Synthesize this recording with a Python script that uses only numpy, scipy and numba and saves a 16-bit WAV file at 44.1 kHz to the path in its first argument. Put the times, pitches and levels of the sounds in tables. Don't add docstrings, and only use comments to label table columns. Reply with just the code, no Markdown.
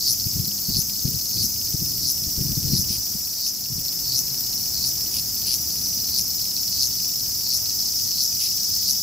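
import sys
import numpy as np
from scipy import signal
from scipy.fft import rfft, irfft, next_fast_len
from scipy.io import wavfile
from scipy.ndimage import uniform_filter1d
from numba import njit

SR = 44100
rng = np.random.default_rng(int(sys.argv[2]) if len(sys.argv) > 2 else 0)


def dump_mix(stems):
    frames = np.atleast_2d(stems).T
    limited = np.clip(frames, -1, 1)
    pcm = np.round(limited * 32767).astype(np.int16)
    wavfile.write(sys.argv[1], SR, pcm)


def level_to_linear(level):
    exponent = np.asarray(level, float) / 20
    return 10 ** exponent


N = 397782
TIME = np.arange(N) / SR


def unit(x):
    return x / np.sqrt(np.mean(x ** 2))


def curve(table):
    return np.interp(TIME, *np.transpose(table))


def gate(start, end, edge_s):
    return np.clip(np.minimum(TIME - start, end - TIME) / edge_s + .5, 0, 1)


def walk(rate):
    k = int(SR / rate)
    drift = np.repeat(rng.standard_normal(N // k + 1), k)
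    return unit(uniform_filter1d(uniform_filter1d(drift, k), k)[:N])


def shape(x, table, share=1):
    hz, db = np.transpose(table)
    size = next_fast_len(N)
    axis = np.log(np.arange(size // 2 + 1) * SR / size + 1)
    gain = level_to_linear(share * np.interp(axis, np.log(hz + 1), db))
    return irfft(rfft(x, size) * gain, size)[..., :N]


@njit
def svf(x, hz, width):
    y, band, low = np.empty(len(x)), 0., 0.
    for i in range(len(x)):
        g, k = np.tan(np.pi * hz[i] / SR), width / hz[i]
        v = (band + g * (x[i] - low)) / (1 + g * (g + k))
        band, low, y[i] = 2 * v - band, low + 2 * g * v, k * v
    return y


def ring(x, hz, width_hz):
    hz = np.clip(hz + np.zeros(N), 20, .45 * SR)
    width_hz = float(width_hz)
    return unit(svf(svf(x, hz, width_hz), hz, width_hz))


def clicks(rate_hz, jitter, scatter_db, rattle_s, snap):
    gap_chance, level_chance = rng.standard_normal((int(2 * rate_hz * N / SR), 2)).T
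    gaps = np.clip(1 + jitter * gap_chance, .1, 3)
    at = (np.cumsum(gaps) * SR / rate_hz).astype(int)
    snaps = np.zeros(N)
    np.add.at(snaps, at[at < N], level_to_linear(scatter_db * level_chance)[at < N])
    decay = signal.lfilter([1], [1, -np.exp(-1 / (rattle_s * SR))], snaps)
    rattle = decay * rng.standard_normal(N)
    return unit(unit(rattle) + snap * unit(snaps))


def again(x, lag_s, db):
    return x + level_to_linear(db) * np.roll(x, int(lag_s * SR))


def place(x, pan_db, wet_db, size=512):
    frames = signal.stft(x, nperseg=size)[2]
    phases = np.exp(2j * np.pi * rng.random((2, *frames.shape)))
    echo = signal.istft(frames * phases, nperseg=size)[1][:, :N]
    echo = echo * np.sqrt(np.mean(x ** 2) / np.mean(echo ** 2))
    mixed = (x + level_to_linear(wet_db) * echo) / np.hypot(1, level_to_linear(wet_db))
    return mixed * level_to_linear(np.array([[pan_db], [-pan_db]]) / 2)


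# top in seconds, low ring in dB, high ring in dB, blips before it in dB.
SWELL_TOPS = [(0.114, -22, -24, -37), (0.799, -23, -24.5, -41), (1.443, -23.5, -25, -40.5),
              (2.099, -24, -25, -41.5), (2.799, -24.5, -26.5, -41.5), (3.48, -25, -32.5, -43.5),
              (4.183, -22, -26.5, -42), (4.884, -22.5, -27, -39.5), (5.545, -24.5, -28, -41),
              (6.201, -23.5, -28.5, -39.5), (6.851, -22, -29.5, -38.5), (7.556, -23.5, -28, -39.5),
              (8.242, -22.5, -27.5, -38), (8.912, -23, -27, -38), (9.6, -23, -29, -38)]


def sweller():
    top_s, low_db, high_db, blip_db = np.transpose(SWELL_TOPS)
    k = np.clip(np.searchsorted(top_s + .1, TIME), 0, len(top_s) - 1)
    t = TIME - top_s[k]
    lift_from_s, let_go_s = -0.026, 0.02
    lift = np.clip((t - lift_from_s) / (let_go_s - lift_from_s), 0, 1)
    let_go_db = -900 * np.maximum(t - let_go_s, 0)

    base_db = -7.5 - 920 * (t + 0.053) ** 2 + let_go_db
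    low_rise_db = -3000 * (t + 0.01) ** 2 + let_go_db
    high_rise_db = 446 * np.minimum(t + 0.012, 0) + 2 * let_go_db
    low_hz, high_hz = 4900 + 1100 * lift, 10400 + 1600 * lift

    drum = clicks(129, .06, 1.5, rattle_s=.005, snap=.7)
    blips = again(clicks(29, .25, 2, rattle_s=.0003, snap=4), .0092, -4)
    between_swells = sum(gate(a + 0.07, b - .08, 0.056) for a, b in zip(top_s[:-1], top_s[1:]))
    idle = level_to_linear(blip_db[k] + 3.4) * between_swells

    swell = ring(drum, 4550, 750) * level_to_linear(base_db) + ring(drum, low_hz, 1500) * level_to_linear(low_rise_db)
    low = level_to_linear(low_db[k]) * swell
    low = low + (ring(blips, 4450, 600) + level_to_linear(-3) * ring(blips, 5500, 1800)) * idle
    low = signal.sosfilt(signal.butter(8, 4150, "high", fs=SR, output="sos"), low)
    high = ring(drum, high_hz, 3800) * level_to_linear(high_db[k] + high_rise_db - 1.5)
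    return place(low, 2.4, -6, size=256) + place(high, 5.1, 0.73)


# time in seconds, lead in cycles.
THROB_LEAD = [(0, -.08), (1, -.36), (2.5, -.5), (3.5, -.63), (4.8, -.52), (7, -.43), (7.6, -.27), (9, -.24)]
# frequency in Hz, density in dB per Hz.
SIZZLE_SPECTRUM = [(5500, -30), (6800, -6.5), (8000, -3.5), (9000, -14), (10000, -8), (11200, -2),
                   (12800, -3), (14000, 1), (15500, -4), (17000, -6.5)]


def throbber(level_db):
    beat_hz = 14.85
    turn = 2 * np.pi * (beat_hz * TIME + curve(THROB_LEAD) - .2)
    drum = again(clicks(183, .004, 1.0, rattle_s=.004, snap=0.6), .00273, -2)
    hz = 6800 + 500 * np.cos(turn - 2 * np.pi * .83)
    swell_db = 4.5 * np.cos(turn - 2 * np.pi * .74)
    upper = level_to_linear(-4.3 + swell_db) * ring(drum, 2 * hz, 2800)
    lower = level_to_linear(-11 - .4 * swell_db) * ring(drum, hz * .97, 1200)
    sizzle = unit(shape(clicks(1300, .15, 0.33, rattle_s=0.00061, snap=0.074), SIZZLE_SPECTRUM))
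    return place(level_to_linear(level_db - 1.4) * (upper + lower + sizzle), 0.34, -4.5)


# twitch rate per second, level in dB.
FAR_SINGERS = [(368.3, -1), (344.2, -4), (314.2, 0.5), (456.3, -5)]
# frequency in Hz, density in dB per Hz.
CHORUS_SPECTRUM = [(1500, -38), (2500, -37.5), (3600, -21.5), (4200, -19.5), (4600, -8.5), (4950, 1),
                   (5300, 2), (5900, -1.5), (6500, -6), (7500, -21), (9000, -25)]
# start in seconds, end in seconds, frequency in Hz, level in dB.
FAR_WHINES = [
    (1.2, 6.6, 5306, -38),
    (1.9, 5.2, 5688, -40),
    (1.2, 3.5, 6065, -42),
    (0, 1.9, 6450, -44),
    (1.5, 3, 5135, -42),
    (5.55, 6.2, 5862, -37),
    (5.6, 6, 11170, -43),
    (7.2, 9, 5560, -41),
    (4, 6.4, 13940, -43),
    (6.9, 9, 5240, -41),
]


def chorus(level_db):
    trains = sum(level_to_linear(db + walk(3)) * clicks(rate_hz, .015, 1.5, rattle_s=.0013, snap=.55)
                 for rate_hz, db in FAR_SINGERS)
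    sizzle = unit(shape(trains, CHORUS_SPECTRUM)) * level_to_linear(level_db + 1.0)
    whine = np.zeros(N)
    for start, end, hz, db in FAR_WHINES:
        level = level_to_linear(db + 1.5 + 3.5 * walk(14)) * gate(start, end, .15)
        whine += level * np.sin(2 * np.pi * np.cumsum(hz + 8 * walk(15)) / SR)
    return place(sizzle, 0, -1.5, size=2048) + place(whine, 0, -8, size=4096)


# frequency in Hz, density in dB per Hz.
HISS_SPECTRUM = [(180, -19.5), (300, 0.5), (433, -8.5), (694, -5), (1440, -13.5), (3000, -11), (3900, -54),
                 (6600, -120)]
# frequency in Hz, density in dB per Hz.
RUMBLE_SPECTRUM = [(12, -51), (20, -26), (42, -1.5), (97, 1.5), (167, -2.5), (195, -3), (222, -4),
                   (286, -8.5), (600, -24.5), (780, -29), (1320, -120)]
# start in seconds, end in seconds, frequency in Hz, level in dB.
ENGINE_HUMS = [
    (0.453, 1.012, 199.7, -48.5),
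    (3.688, 4.948, 134.6, -46.5),
    (4.7, 6.276, 74, -51),
    (5.4, 9.026, 192.7, -54.5),
    (6.61, 9.02, 100, -51),
]


def town(hiss_db, rumble_db):
    hiss_mid, hiss_side, rumble_mid, rumble_side = rng.standard_normal((4, N))
    hiss = unit(shape(hiss_mid + 0.41 * np.array([hiss_side, -hiss_side]), HISS_SPECTRUM))
    hiss = hiss * level_to_linear(hiss_db + 3.5 + 0.27 * walk(3.64))
    rumble = unit(shape(rumble_mid + 0.062 * np.array([rumble_side, -rumble_side]), RUMBLE_SPECTRUM))
    rumble = rumble * level_to_linear(rumble_db + 0.54 * walk(4.006))
    hums = sum(level_to_linear(db) * gate(start, end, 0.099) * ring(rng.standard_normal(N), hz, 12.7)
               for start, end, hz, db in ENGINE_HUMS)
    return hiss + rumble + hums


# first tick in seconds, last tick in seconds, number of ticks.
TICK_RUNS = [(.072, .209, 3), (.2713, .5127, 5), (.5834, .7507, 4), (.819, .895, 2), (.9547, 1.4285, 9),
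             (1.5045, 1.724, 5), (1.7978, 2.0986, 6), (2.175, 2.3595, 4), (2.4104, 2.7342, 7),
             (2.8414, 2.8988, 2), (3.0677, 3.272, 4), (3.3313, 3.4655, 3), (3.5897, 4.1879, 10),
             (4.2792, 4.6563, 7), (4.778, 4.9122, 3), (4.9526, 5.1123, 4), (5.1936, 5.2934, 2),
             (5.3652, 5.4705, 3), (5.5822, 6.041, 9), (6.0881, 6.1913, 3), (6.3937, 6.6313, 5),
             (6.6717, 6.8304, 4), (6.9077, 7.1357, 6), (7.2035, 7.3138, 3), (7.4061, 7.5827, 4),
             (7.6595, 7.709, 2), (7.9359, 8.1723, 5), (8.3235, 8.4512, 4), (8.514, 8.9485, 8)]
# start in seconds, end in seconds, level in dB.
LONG_RASPS = [
    (2.89, 2.968, -38),
    (5.13, 5.2, -37.5),
    (5.458, 5.55, -36.5),
    (8.395, 8.484, -37.5),
]
# centre in Hz, width in Hz, gain in dB.
BODY_BANDS = [(3250, 1700, 5.5), (4900, 900, 17), (9400, 800, 9), (10600, 1800, 12)]
# centre in Hz, width in Hz, gain in dB.
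ABDOMEN_RINGS = [(4900, 300, 4.5), (10740, 860, -5)]


def ticker():
    tick_s = np.concatenate([np.linspace(*run) for run in TICK_RUNS])
    peak_db = -35 + 1.6 * rng.standard_normal(len(tick_s))
    blows = np.zeros(N)
    sign = np.sign(rng.standard_normal(len(tick_s)))
    blows[((tick_s + .0012) * SR).astype(int)] = level_to_linear(peak_db + 12.5) * sign
    decay = signal.lfilter([1], [1, -np.exp(-1 / (0.005 * SR))], np.abs(blows))
    rattle = level_to_linear(-16) * decay * rng.standard_normal(N)

    rasp_drum = clicks(122, 0.023, 1.7, rattle_s=0.0054, snap=0.41)
    rasp_level = sum(level_to_linear(db) * gate(start, end, 0.026) for start, end, db in LONG_RASPS)
    drive = again(again(blows, .0084, -9), .0021, -6) + rattle + rasp_drum * rasp_level
    body = np.zeros(N)
    for hz, width, db in BODY_BANDS:
        band = signal.butter(3, [hz - width / 2, hz + width / 2], "band", fs=SR, output="sos")
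        body += level_to_linear(db) * signal.sosfilt(band, drive)
    ring_level = sum(level_to_linear(db) * gate(start, end, 0.018) for start, end, db in LONG_RASPS)
    body = body + ring_level * sum(level_to_linear(db) * ring(rasp_drum, hz, width) for hz, width, db in ABDOMEN_RINGS)
    return place(body, 1.5, -12, size=128)


# time in seconds, peak in dB, swing frequency in Hz.
STRONG_PUFFS = [(0.267, -19.5, 111), (0.367, -19.5, 167), (0.402, -17, 147), (.694, -20, 175),
                (.77, -20, 95), (.788, -23.5, 161), (1.056, -11.5, 123), (1.081, -18, 165),
                (1.142, -30, 121), (1.448, -21, 148), (1.748, -15, 137.5), (1.823, -19, 155.6),
                (2.386, -12, 101), (2.413, -14.5, 135), (2.512, -25, 135.8), (2.577, -16, 157.5),
                (2.664, -22, 155), (2.705, -23, 165), (2.727, -17.5, 173), (2.744, -10.5, 147),
                (2.795, -25, 173), (2.907, -21, 119), (3.153, -23, 190), (3.723, -30, 135)]
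# start in seconds, end in seconds, peak in dB.
FLUTTERS = [(0.099, .14, -35), (.34, 0.497, -28.5), (0.698, 0.803, -29), (1.091, 1.18, -28),
            (1.358, 1.468, -30), (1.568, 1.72, -38), (1.799, 2.08, -31.5), (2.227, 2.28, -28.5),
            (2.391, 2.65, -27), (2.659, 2.81, -24), (2.82, 3.0, -33.5), (3.701, 3.82, -29.5)]
# frequency in Hz, density in dB per Hz.
RUSTLE_SPECTRUM = [(12, -36), (30, -30), (70, 4), (150, 1.5), (300, -8.5), (450, -19.5), (700, -43)]


def wind():
    gap_s = .016
    small = [(s, db) for start, end, db in FLUTTERS for s in np.arange(start, end, gap_s)]
    chance = rng.standard_normal((len(small), 4))
    puffs = [(s, db, hz, 0.0043) for s, db, hz in STRONG_PUFFS]
    for (s, db), (a, b, c, d) in zip(small, chance):
        puffs.append((s + 0.296 * gap_s * a, db + 1.8 * b, 106.5 * (1 + 0.2 * c), 0.0059 * level_to_linear(2 * d)))

    swing, strength = np.zeros(N), np.zeros(N)
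    for k, (s, db, hz, width_s) in enumerate(puffs):
        near = slice(int((s - .06) * SR), int((s + .06) * SR))
        t = TIME[near] - s
        bell = level_to_linear(db) * np.exp(-(t / width_s) ** 2)
        swing[near] += bell * np.cos(2 * np.pi * (hz * t + k * .382))
        strength[near] += bell
    rustle = unit(shape(rng.standard_normal(N), RUSTLE_SPECTRUM))
    left = level_to_linear(0.5) * swing + level_to_linear(-2.0) * uniform_filter1d(strength, size=900) * rustle
    return np.array([left, level_to_linear(-8.0) * left])


# time in seconds, gain in dB.
RECORDER_GAIN = [(0, 1), (2.9, 1), (3.39, -1), (3.64, -2.5), (3.84, -0.5), (4.2, 0.5), (9.02, 0.5)]
# time in seconds, level in dB.
CHORUS_EFFORT = [(0, -29), (.55, -31), (1.0, -30), (1.9, -31), (2.6, -29.5), (3.4, -30.5), (4.4, -29.5),
                 (5.05, -29.5), (5.6, -29.5), (6.3, -29), (7.5, -28), (9.02, -25)]
# time in seconds, nearness in dB.
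TRAFFIC_NEARNESS = [(0, -1.5), (1.9, -1), (3.6, 1.5), (4.4, 2.5), (6.0, 2), (7.1, 0), (7.6, 2),
                    (9.02, -1.5)]
# frequency in Hz, left minus right in dB.
PORT_BALANCE = [(60, -0.5), (110, 1.5), (200, 0.5), (380, 0), (700, 0), (1290, 4), (2380, 3.5),
                (4400, -1.5), (8120, 3.5), (15000, 1)]


def scene():
    traffic_db = curve(TRAFFIC_NEARNESS)
    dip_db = -5 * np.exp(-((TIME - 3.4) / 0.11) ** 2)
    rumble_db = -44 - 0.4 * (TIME - 4) + 0.67 * traffic_db + dip_db
    air = throbber(-29.5) + chorus(curve(CHORUS_EFFORT)) + town(-56.5 + traffic_db, rumble_db) + ticker()
    air = sweller() + level_to_linear(curve(RECORDER_GAIN)) * air
    left, right = shape(air[0], PORT_BALANCE, share=.5), shape(air[1], PORT_BALANCE, share=-.5)
    return np.array([left, right]) + wind()


def band_limit(x):
    return signal.sosfilt(signal.butter(12, 16680, fs=SR, output="sos"), x)


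def record(dry):
    top_hz = 15600
    mix = signal.sosfilt(signal.ellip(10, .3, 70, top_hz, fs=SR, output="sos"), dry)
    return band_limit(mix)


dry = scene()
out = record(dry)
dump_mix(out)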